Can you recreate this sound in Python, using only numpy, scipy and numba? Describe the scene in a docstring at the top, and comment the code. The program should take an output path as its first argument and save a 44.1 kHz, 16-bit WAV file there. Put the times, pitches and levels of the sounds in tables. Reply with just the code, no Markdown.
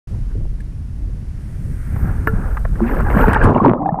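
"""A diver in fins slides off a boat into calm water, heard from a camera in a waterproof case.
First the moving case rumbles and water sloshes under the hull. Around 2 s water swishes round
the legs and the case takes one hard knock. Near 3 s the body splashes in and spray hits the case.
At about 3.4 s the water closes over it and the spray is gone: big bubbles gulp and small ones
gurgle, dull and close. Each bubble is a pocket of air that rings for a moment."""
import sys
import numpy as np
from scipy import signal
from scipy.fft import rfft, irfft
from scipy.io import wavfile
from scipy.ndimage import uniform_filter1d, minimum_filter1d
from numba import njit

SR = 44100
rng = np.random.default_rng(int(sys.argv[2]) if len(sys.argv) > 2 else 0)


def dump(signal):
    """Clip the signal to [-1, 1] and save it as 16-bit WAV at the path in sys.argv[1]."""
    limited = np.clip(np.atleast_2d(signal).T, -1, 1)
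    pcm = np.round(limited * 32767).astype(np.int16)
    wavfile.write(sys.argv[1], SR, pcm)


N = 176400  # 4 seconds

# How loud each sound is as time passes: t/s, level/dB
SWISH_LEVEL = [(1.5, -70), (1.8, -55.5), (1.95, -46), (2.1, -33), (2.17, -43), (2.24, -42.5), (2.35, -36.5),
               (2.48, -33.5), (2.56, -40.5), (2.63, -46), (2.8, -54)]  # water round the legs
SPLASH_LEVEL = [(2.76, -40), (2.83, -31.5), (2.92, -23), (3.0, -23), (3.045, -28.5), (3.11, -21.5),
                (3.16, -20), (3.21, -13), (3.26, -20), (3.3, -15.5), (3.36, -15.5), (3.395, -23),
                (3.445, -13), (3.5, -34), (3.56, -49)]  # the body going in
FIZZ_LEVEL = [(1.4, -65), (1.75, -57), (2.3, -58), (2.8, -60.5), (3.05, -57.5), (3.22, -50.5), (3.33, -60),
              (3.4, -67)]  # fizz near 9 kHz
SPRAY_LEVEL = [(1.5, -78), (1.85, -66), (2.03, -53), (2.22, -66), (2.42, -68), (2.56, -55), (2.68, -67),
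               (2.8, -63), (2.92, -50.5), (3.06, -56), (3.21, -44), (3.33, -53), (3.38, -94)]  # the finest spray, from about 12 kHz up
CHURN_LEVEL = [(3.4, -27), (3.45, -10.5), (3.49, -7.5), (3.54, -17.5), (3.58, -8), (3.6, -24), (3.65, -6),
               (3.69, -15), (3.73, -20), (3.77, -44)]  # the cloud of air that closes over the case
GURGLE_LEVEL = [(3.68, -40.5), (3.74, -19.5), (3.83, -22.5), (3.88, -22), (3.93, -28.5), (3.97, -27),
                (4.0, -25)]  # the bubbles it leaves
CRACKLE_LEVEL = [(3.4, -66), (3.45, -46.5), (3.49, -54), (3.55, -61), (3.62, -66), (3.66, -55), (3.7, -67),
                 (3.74, -91)]  # tiny bubbles bursting on the case
SLOSH_LEVEL = [(.08, -41.5), (.15, -36.5), (.27, -42.5), (.38, -36), (.55, -42), (.9, -48), (1.03, -39),
               (1.3, -44.5), (1.7, -39), (1.85, -44), (2.05, -31.5), (2.2, -36), (2.42, -33), (2.62, -41.5),
               (2.85, -30), (3.3, -26.5)]  # water against the hull and fins
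AIR_LEVEL = [(.07, -51.5), (.4, -55), (.9, -55.5), (1.4, -53.5), (1.8, -54), (3.35, -53.5), (3.5, -66)]  # quiet hiss in the air
# The case's deepest and upper rumble, before a small lift and flutter: t/s, level/dB
DEEP_LEVEL = [(0.08, -24.5), (0.47, -20.5), (0.64, -28.5), (0.91, -32), (0.99, -22.5), (1.44, -30),
              (2.2, -19.5), (2.26, -34), (2.29, -11), (2.32, -20), (3.18, -16.5), (3.24, -11),
              (3.32, -30.5), (3.46, -10), (3.51, -33), (3.97, -36)]
RUMBLE_LEVEL = [(0.08, -29.5), (0.17, -24), (0.34, -40), (0.38, -19.5), (0.5, -32), (1.9, -25.5),
                (1.93, -17.5), (2.02, -26.5), (2.04, -18), (2.17, -24), (2.36, -20.5), (2.49, -27),
                (2.72, -25.5), (2.95, -34), (3.01, -19.5), (3.34, -17), (3.36, -27), (3.42, -18.5)]

# Each sound's colour, or how strong its lows and highs are next to each other: f/Hz, level/dB
SWISH_COLOUR = [(250, -14), (420, -1), (750, -2), (1100, -6), (1400, 0), (1650, -3.5), (1850, -13),
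                (2200, -19.5), (2900, -31), (3600, -44)]
SPLASH_COLOUR = [(120, -6.5), (270, -4.5), (450, -4.5), (650, -9.5), (1000, -8), (1650, -11), (2000, -21),
                 (2850, -32.5), (3400, -47.5), (4500, -49.5), (7000, -53)]
FIZZ_COLOUR = [(6000, -15.5), (7400, -15), (8700, -6), (11000, -13.5), (13000, -15.5)]
SPRAY_COLOUR = [(11300, -21), (12100, -5), (13300, -9), (15300, -11)]
CHURN_COLOUR = [(60, -8.5), (115, 3), (250, -4), (440, -8), (700, -11), (1100, -10), (1450, -24.5),
                (2100, -35.5), (3100, -49.5), (4500, -67.5), (8000, -71.5)]
GURGLE_COLOUR = [(70, -18.5), (170, 0), (300, -3.5), (400, -18.5), (560, -8.5), (780, -1.5), (1000, -11),
                 (1250, -16), (1500, -39), (1750, -43.5), (2100, -44.5), (3500, -58.5)]
BURST_COLOUR = [(2000, 4.5), (3200, -6), (4500, -5), (6500, -16), (8300, 0), (10000, -4.5), (12500, -12.5),
                (15000, -22)]
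CRACKLE_COLOUR = [(2000, 6), (4000, -0.5), (6000, -5), (8500, -6), (10500, -13.5), (13000, -28.5)]
SLOSH_COLOUR = [(110, -8.5), (160, -0.5), (230, -3), (320, -8.5), (480, -17), (700, -28)]
AIR_COLOUR = [(350, -12.5), (600, -1), (1100, -6.5), (1800, -8), (2600, -13), (3600, -17.5), (5500, -16.5),
              (7500, -21), (10000, -18), (12500, -27), (15000, -35.5)]
DEEP_COLOUR = [(14, -8.5), (22, -0.5), (34, -1), (55, 0), (75, -17)]
RUMBLE_COLOUR = [(50, -9), (75, -1), (100, -1.5), (130, -6.5), (175, -12.5), (260, -22.5), (400, -36),
                 (650, -48.5)]

# Single big bubbles: t/s, f/Hz, peak level/dB, decay/s, share the pitch rises by per decay time
# (in one decay time a sound falls to about a third)
BIG_BUBBLES = [(0.602, 1700, -40.5, 0.0051, 0.00084), (2.335, 176, -10.5, 0.0077, 0),
               (2.81, 215, -9, 0.03, 0.059), (2.812, 337, -13, 0.019, 0.022),
               (2.911, 1660, -25, 0.0071, 0.02), (2.965, 620, -31, .011, 0.11),
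               (3.0, 1290, -19.5, .006, 0.076), (3.061, 777, -21, 0.011, .04),
               (3.061, 1600, -27.5, 0.013, 0.034), (3.147, 263, -9, 0.0043, 0.062),
               (3.163, 190, -4.5, 0.011, 0.056), (3.172, 1050, -16, 0.0019, 0.075),
               (3.24, 880, -6.5, 0.0048, 0), (3.281, 1480, -17, .003, 0.01), (3.282, 183, -2.5, 0.0055, 0),
               (3.349, 1450, -10.5, 0.0029, 0), (3.36, 1670, -11.5, 0.0031, 0.047),
               (3.36, 879, -6.5, .006, 0), (3.414, 1553, -10.5, 0.0038, 0.028),
               (3.447, 95, -5.5, 0.024, .03), (3.499, 216.4, -8, .014, 0.073),
               (3.51, 950, -17, 0.0047, 0.04), (3.561, 600, -2, 0.0029, 0), (3.562, 895, -5.5, 0.0031, .02),
               (3.599, 720, -11.5, .003, .04), (3.602, 1060, -7, 0.0057, 0.03),
               (3.614, 210, -5.5, 0.01, 0.0059), (3.647, 926, 1, 0.0039, .02),
               (3.66, 251.5, -7.5, 0.027, 0.00097), (3.68, 341, -2.5, 0.0099, 0.026),
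               (3.712, 191, -5.5, .005, 0.054), (3.797, 296.6, -23.5, 0.053, 0.013),
               (3.857, 762, -8.5, 0.0084, 0.012), (3.859, 1647, -32, 0.0037, 0),
               (3.89, 740, -6, 0.003, 0.063), (3.891, 1750, -28, 0.0035, 0),
               (3.923, 163, -9, 0.0082, 0.0061), (3.943, 802, -10.5, 0.0027, 0),
               (3.989, 745, -15.5, 0.0017, 0.13), (3.549, 2800, -30, 0.002, 0.0036),
               (3.57, 2730, -37.5, 0.0025, 0), (3.578, 2210, -31.5, .004, 0.023),
               (3.742, 3400, -57, 0.0024, 0.012), (3.859, 2430, -46.5, 0.0033, 0.027),
               (3.878, 3600, -56, 0.0025, 0)]
# The tones of the knocked case: f/Hz, relative level/dB, time to fade by 60 dB/s
CASE_TONES = [(443, -11.5, 0.23), (586, -13, 0.055), (918, -11.5, 0.041), (1120, -6, 0.033),
              (1365, -6, 0.088), (1446, -5, .07), (1604, -4, .035), (1725, -4.5, 0.056), (2100, -21, 0.034),
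              (2800, -28, 0.054)]
# Drops and bubbles bursting on the case: t/s, peak level/dB, f/Hz above which the tick is dull
TICKS = [(0.454, -29.5, 900), (1.963, -23.5, 1500), (2.805, -10, 1160), (3.007, -12.5, 1700),
         (3.103, -9, 2240), (3.282, -6.5, 1970), (3.333, -10, 3350), (3.346, -10, 2870), (3.426, -23, 2600),
         (3.442, -14, 2820), (3.588, -24, 1195), (3.619, -10, 1100), (3.653, -21, 3800), (3.661, 3.5, 1440),
         (3.682, -10, 2340), (3.696, -10.5, 2370), (3.714, -5, 1264), (3.735, -2.5, 1195),
         (3.822, -14, 893)]
# Small slaps of water: t/s, peak level/dB, f/Hz
SLAPS = [(.603, -42, 1900), (1.959, -26.5, 1330), (2.569, -16.5, 1310), (2.649, -21, 1450),
         (2.65, -17.5, 554), (2.755, -29.5, 1530)]
# Soft washes of little waves at their loudest: t/s, level/dB, f/Hz, time to swell or fade/s
WAVELETS = [(0.147, -52.5, 970, 0.023), (0.316, -51.5, 1300, 0.028), (0.357, -32.5, 377, .004),
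            (0.375, -40, 450, 0.0093), (0.41, -42.5, 516, 0.0096), (1.507, -59, 1760, 0.27),
            (1.996, -48, 1760, 0.31), (2.88, -36, 2050, 0.016)]
# Bursts of spray striking the case: t/s, level/dB before the swell and fade, decay/s
SPRAY_BURSTS = [(.603, -46, 0.0055), (2.95, -41, .003), (3.005, -37, 0.0031), (3.19, -37, 0.0044),
                (3.282, -36, 0.0051), (3.331, -25.5, 0.0036), (3.344, -31, 0.0026), (3.424, -41, .006),
                (3.438, -32, 0.0095)]


def swish_and_splash():
    """Water swishes round the legs, then the body throws up a splash and fine spray."""
    swish = froth(355, 4160, cycles=2.9, spread_db=0, noise_db=-1, rise=0.021, count=9000)
    splash = froth(152.4, 5000, cycles=5, spread_db=3.5, noise_db=-3, rise=0.049, count=6000)
    fizz = rng.standard_normal(N)
    spray = froth(10900, 17500, cycles=3.2, spread_db=6, noise_db=0, rise=0, count=5000)
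    return (colour(swish, SWISH_COLOUR) * fader(SWISH_LEVEL)
            + colour(splash, SPLASH_COLOUR) * fader(SPLASH_LEVEL)
            + colour(fizz, FIZZ_COLOUR) * fader(FIZZ_LEVEL)
            + colour(spray, SPRAY_COLOUR) * fader(SPRAY_LEVEL))


def churn_and_gurgle():
    """Air dragged under churns round the case and thins to a gurgle."""
    churn = froth(70, 4000, cycles=2.7, spread_db=3, noise_db=-9.5, rise=0.041, count=6000)
    gurgle = froth(97.6, 2165, cycles=6.2, spread_db=3, noise_db=-16, rise=0.026, count=2800)
    return (colour(churn, CHURN_COLOUR) * fader(CHURN_LEVEL)
            + colour(gurgle, GURGLE_COLOUR) * fader(GURGLE_LEVEL))


def gulps():
    """Big bubbles break free and ring, most of them rising in pitch."""
    out, t = np.zeros(N), np.arange(SR // 4) / SR
    swell = 0.23  # as a share of the decay time
    for start, hz, db, decay, rise in BIG_BUBBLES:
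        age = t / decay
        shape = (1 - np.exp(-age / swell)) ** 2 * np.exp(-age)
        tone = np.sin(2 * np.pi * hz * t * (1 + rise * age / 2))
        add(out, start, with_peak(shape, db) * tone)
    return out


def knock():
    """One hard knock: a crack, the hollow ring of the case and a thin zing."""
    out, t = np.zeros(N), np.arange(N) / SR
    start_s, swell_s, crack_decay_s, zing_decay_s = 2.272, 0.0015, 0.0031, 0.011
    hollow = np.zeros(N)
    for hz, db, fade_s in CASE_TONES:
        hollow += undb(db - 60 * t / fade_s) * np.sin(2 * np.pi * (hz * t + rng.random()))
    hollow *= 1 - np.exp(-t / swell_s)
    crack = colour(rng.standard_normal(N), SPLASH_COLOUR) * np.exp(-t / crack_decay_s)
    zing = colour(rng.standard_normal(N), SPRAY_COLOUR) * np.exp(-t / zing_decay_s)
    add(out, start_s, with_peak(hollow, db=-2) + undb(-7) * crack + undb(-34) * zing)
    return out


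def ticks_and_slaps():
    """Drops and bursting bubbles tick on the case, and little waves slap nearby."""
    out, t = np.zeros(N), np.arange(SR // 16) / SR
    tick_decay_s, slap_decay_s = 0.0007, 0.0025
    for start, db, top_hz in TICKS:
        push = np.exp(-t / tick_decay_s) * (1 + 0.22 * rng.standard_normal(len(t)))
        add(out, start, with_peak(band(push, top_hz / 4, top_hz), db))
    for start, db, hz in SLAPS:
        push = t * np.exp(-t / slap_decay_s) * rng.standard_normal(len(t))
        add(out, start, with_peak(band_around(push, hz), db))
    return out


def wavelets_and_spray():
    """Little waves wash by; spray hits the case, mostly just before it goes under."""
    out, t = np.zeros(N), np.arange(N) / SR
    for loudest_s, db, hz, fade_s in WAVELETS:
        wash = unit(band_around(rng.standard_normal(N), hz))
        out += undb(db) * wash * np.exp(-((t - loudest_s) / fade_s) ** 2)
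    swell = 1 - np.exp(-t / 0.0014)
    for start, db, decay in SPRAY_BURSTS:
        spray = colour(rng.standard_normal(N), BURST_COLOUR)
        add(out, start, undb(db) * spray * swell * np.exp(-t / decay))
    return out


def crackle():
    """Tiny bubbles burst on the case as it goes under: sharp clicks of uneven size."""
    clicks_per_s, spread_db = 450, 6.5
    clicks = (rng.random(N) < clicks_per_s / SR) * undb(spread_db * rng.standard_normal(N))
    return colour(clicks, CRACKLE_COLOUR) * fader(CRACKLE_LEVEL)


def slosh():
    """Soft, overlapping gulps of water under the hull."""
    water = froth(110.7, 690, cycles=2.2, spread_db=2.5, noise_db=-4.5, rise=0.04, count=1500)
    return colour(water, SLOSH_COLOUR) * fader(SLOSH_LEVEL)


def rumble():
    """Movement and air shake the case, over a faint hiss."""
    out = colour(rng.standard_normal(N), AIR_COLOUR) * fader(AIR_LEVEL)
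    for tone, level, lift_db in (DEEP_COLOUR, DEEP_LEVEL, 1), (RUMBLE_COLOUR, RUMBLE_LEVEL, 0.5):
        shake = colour(rng.standard_normal(N), tone)
        shake /= np.sqrt(uniform_filter1d(shake ** 2, SR // 10))  # even out its loudness over 0.1 s
        flutter_db = wander(steps_per_s=13)
        out += shake * fader(level) * undb(lift_db + flutter_db)
    return out


def froth(low_hz, high_hz, cycles, spread_db, noise_db, rise, count):
    """A swarm of bubbles, each dying down in about `cycles` wobbles, over rushing water."""
    when, pitch, life, strength = rng.random((count, 4)).T
    hz = (np.sqrt(low_hz) + pitch * (np.sqrt(high_hz) - np.sqrt(low_hz))) ** 2
    boost_db = spread_db * np.minimum(-np.log(1 - strength), np.pi)  # a few stand out
    gain = undb(boost_db) * (hz / low_hz) ** 0.75
    decay = cycles * (0.5 + life) / hz
    swarm = ring_bubbles((when * N).astype(np.int64), hz, decay, gain, float(rise))
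    return unit(swarm) + undb(noise_db) * rng.standard_normal(N)


@njit
def ring_bubbles(start, hz, decay, gain, rise):
    """Each bubble is a fading pure tone; `rise` bends its pitch upward."""
    out = np.zeros(N)
    for k in range(len(start)):
        for j in range(min(int(6 * decay[k] * SR), N - start[k])):
            t = j / SR
            age = t / decay[k]
            tone = np.sin(2 * np.pi * hz[k] * t * (1 + rise * age / 2))
            out[start[k] + j] += gain[k] * np.exp(-age) * tone
    return out


def undb(db):
    """Turn decibels into a number to multiply by."""
    return 10 ** (np.asarray(db) / 20)


def unit(x):
    """Scale a sound so its average strength (rms) is 1."""
    return x / np.sqrt(np.mean(x ** 2))


def with_peak(x, db):
    """Scale a sound so its highest peak is at db."""
    return undb(db) * x / np.abs(x).max()


def band(x, low_hz, high_hz):
    """Keep the part of a sound between two frequencies."""
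    return signal.sosfilt(signal.butter(3, [low_hz, high_hz], "band", fs=SR, output="sos"), x)


def band_around(x, hz, width=0.46):
    """Keep the part of a sound near hz."""
    return band(x, hz / (1 + width), hz * (1 + width / 2))


def fader(points):
    """A volume curve through (t/s, level/dB) points; silent soon after either end."""
    t = np.arange(N) / SR
    times, db = np.array(points).T
    outside_s = np.maximum(np.maximum(times[0] - t, t - times[-1]), 0)
    return undb(np.interp(t, times, db)) * np.exp(-outside_s / 0.04)


def colour(x, points):
    """Shape lows and highs by (f/Hz, level/dB) points, falling away past the ends; strength 1."""
    size = 2 * N
    hz, db = np.array(points).T
    octave = np.log2(np.maximum(np.fft.rfftfreq(size, 1 / SR), 1))
    octaves_outside = np.maximum(np.maximum(np.log2(hz[0]) - octave, octave - np.log2(hz[-1])), 0)
    curve_db = np.interp(octave, np.log2(hz), db) - np.minimum(30 * octaves_outside, 70)
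    # fold the filter in time so it rings only after a sound, never before
    cepstrum = irfft(np.log(undb(curve_db)))
    cepstrum[1:N] *= 2
    cepstrum[N:] = 0
    response = np.exp(rfft(cepstrum))
    return unit(irfft(rfft(x, size) * response)[:N])


def wander(steps_per_s):
    """A smooth random drift, roughly 1 either way."""
    hold = int(SR / steps_per_s)
    steps = np.repeat(rng.standard_normal(N // hold + 1), hold)
    return 1.75 * uniform_filter1d(uniform_filter1d(steps, hold), hold)[:N]


def add(out, start_s, sound):
    """Mix a sound in at start_s seconds."""
    i = min(int(start_s * SR), N)
    out[i:i + len(sound)] += sound[:N - i]


def scene():
    """All the sounds meet at one microphone, after a moment of silence."""
    sound = (rumble() + slosh() + swish_and_splash() + churn_and_gurgle() + crackle()
             + gulps() + ticks_and_slaps() + wavelets_and_spray() + knock())
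    silence_s, fade_in_s = 0.072, 0.0013
    fade_in = np.clip((np.arange(N) / SR - silence_s) / fade_in_s, 0, 1)
    return (sound * fade_in)[None]


def record(dry):
    """A fast limiter turns down peaks that are too loud; then the highest treble is cut."""
    window, top_hz = SR // 250, 15300  # a 4 ms window
    needed_gain = 1 / np.maximum(np.abs(dry), 1)
    smooth_gain = uniform_filter1d(minimum_filter1d(needed_gain, window), window)
    treble_cut = signal.ellip(8, 0.2, 70, top_hz, fs=SR, output="sos")
    return signal.sosfilt(treble_cut, dry * smooth_gain)


dry = scene()
out = record(dry)
dump(out)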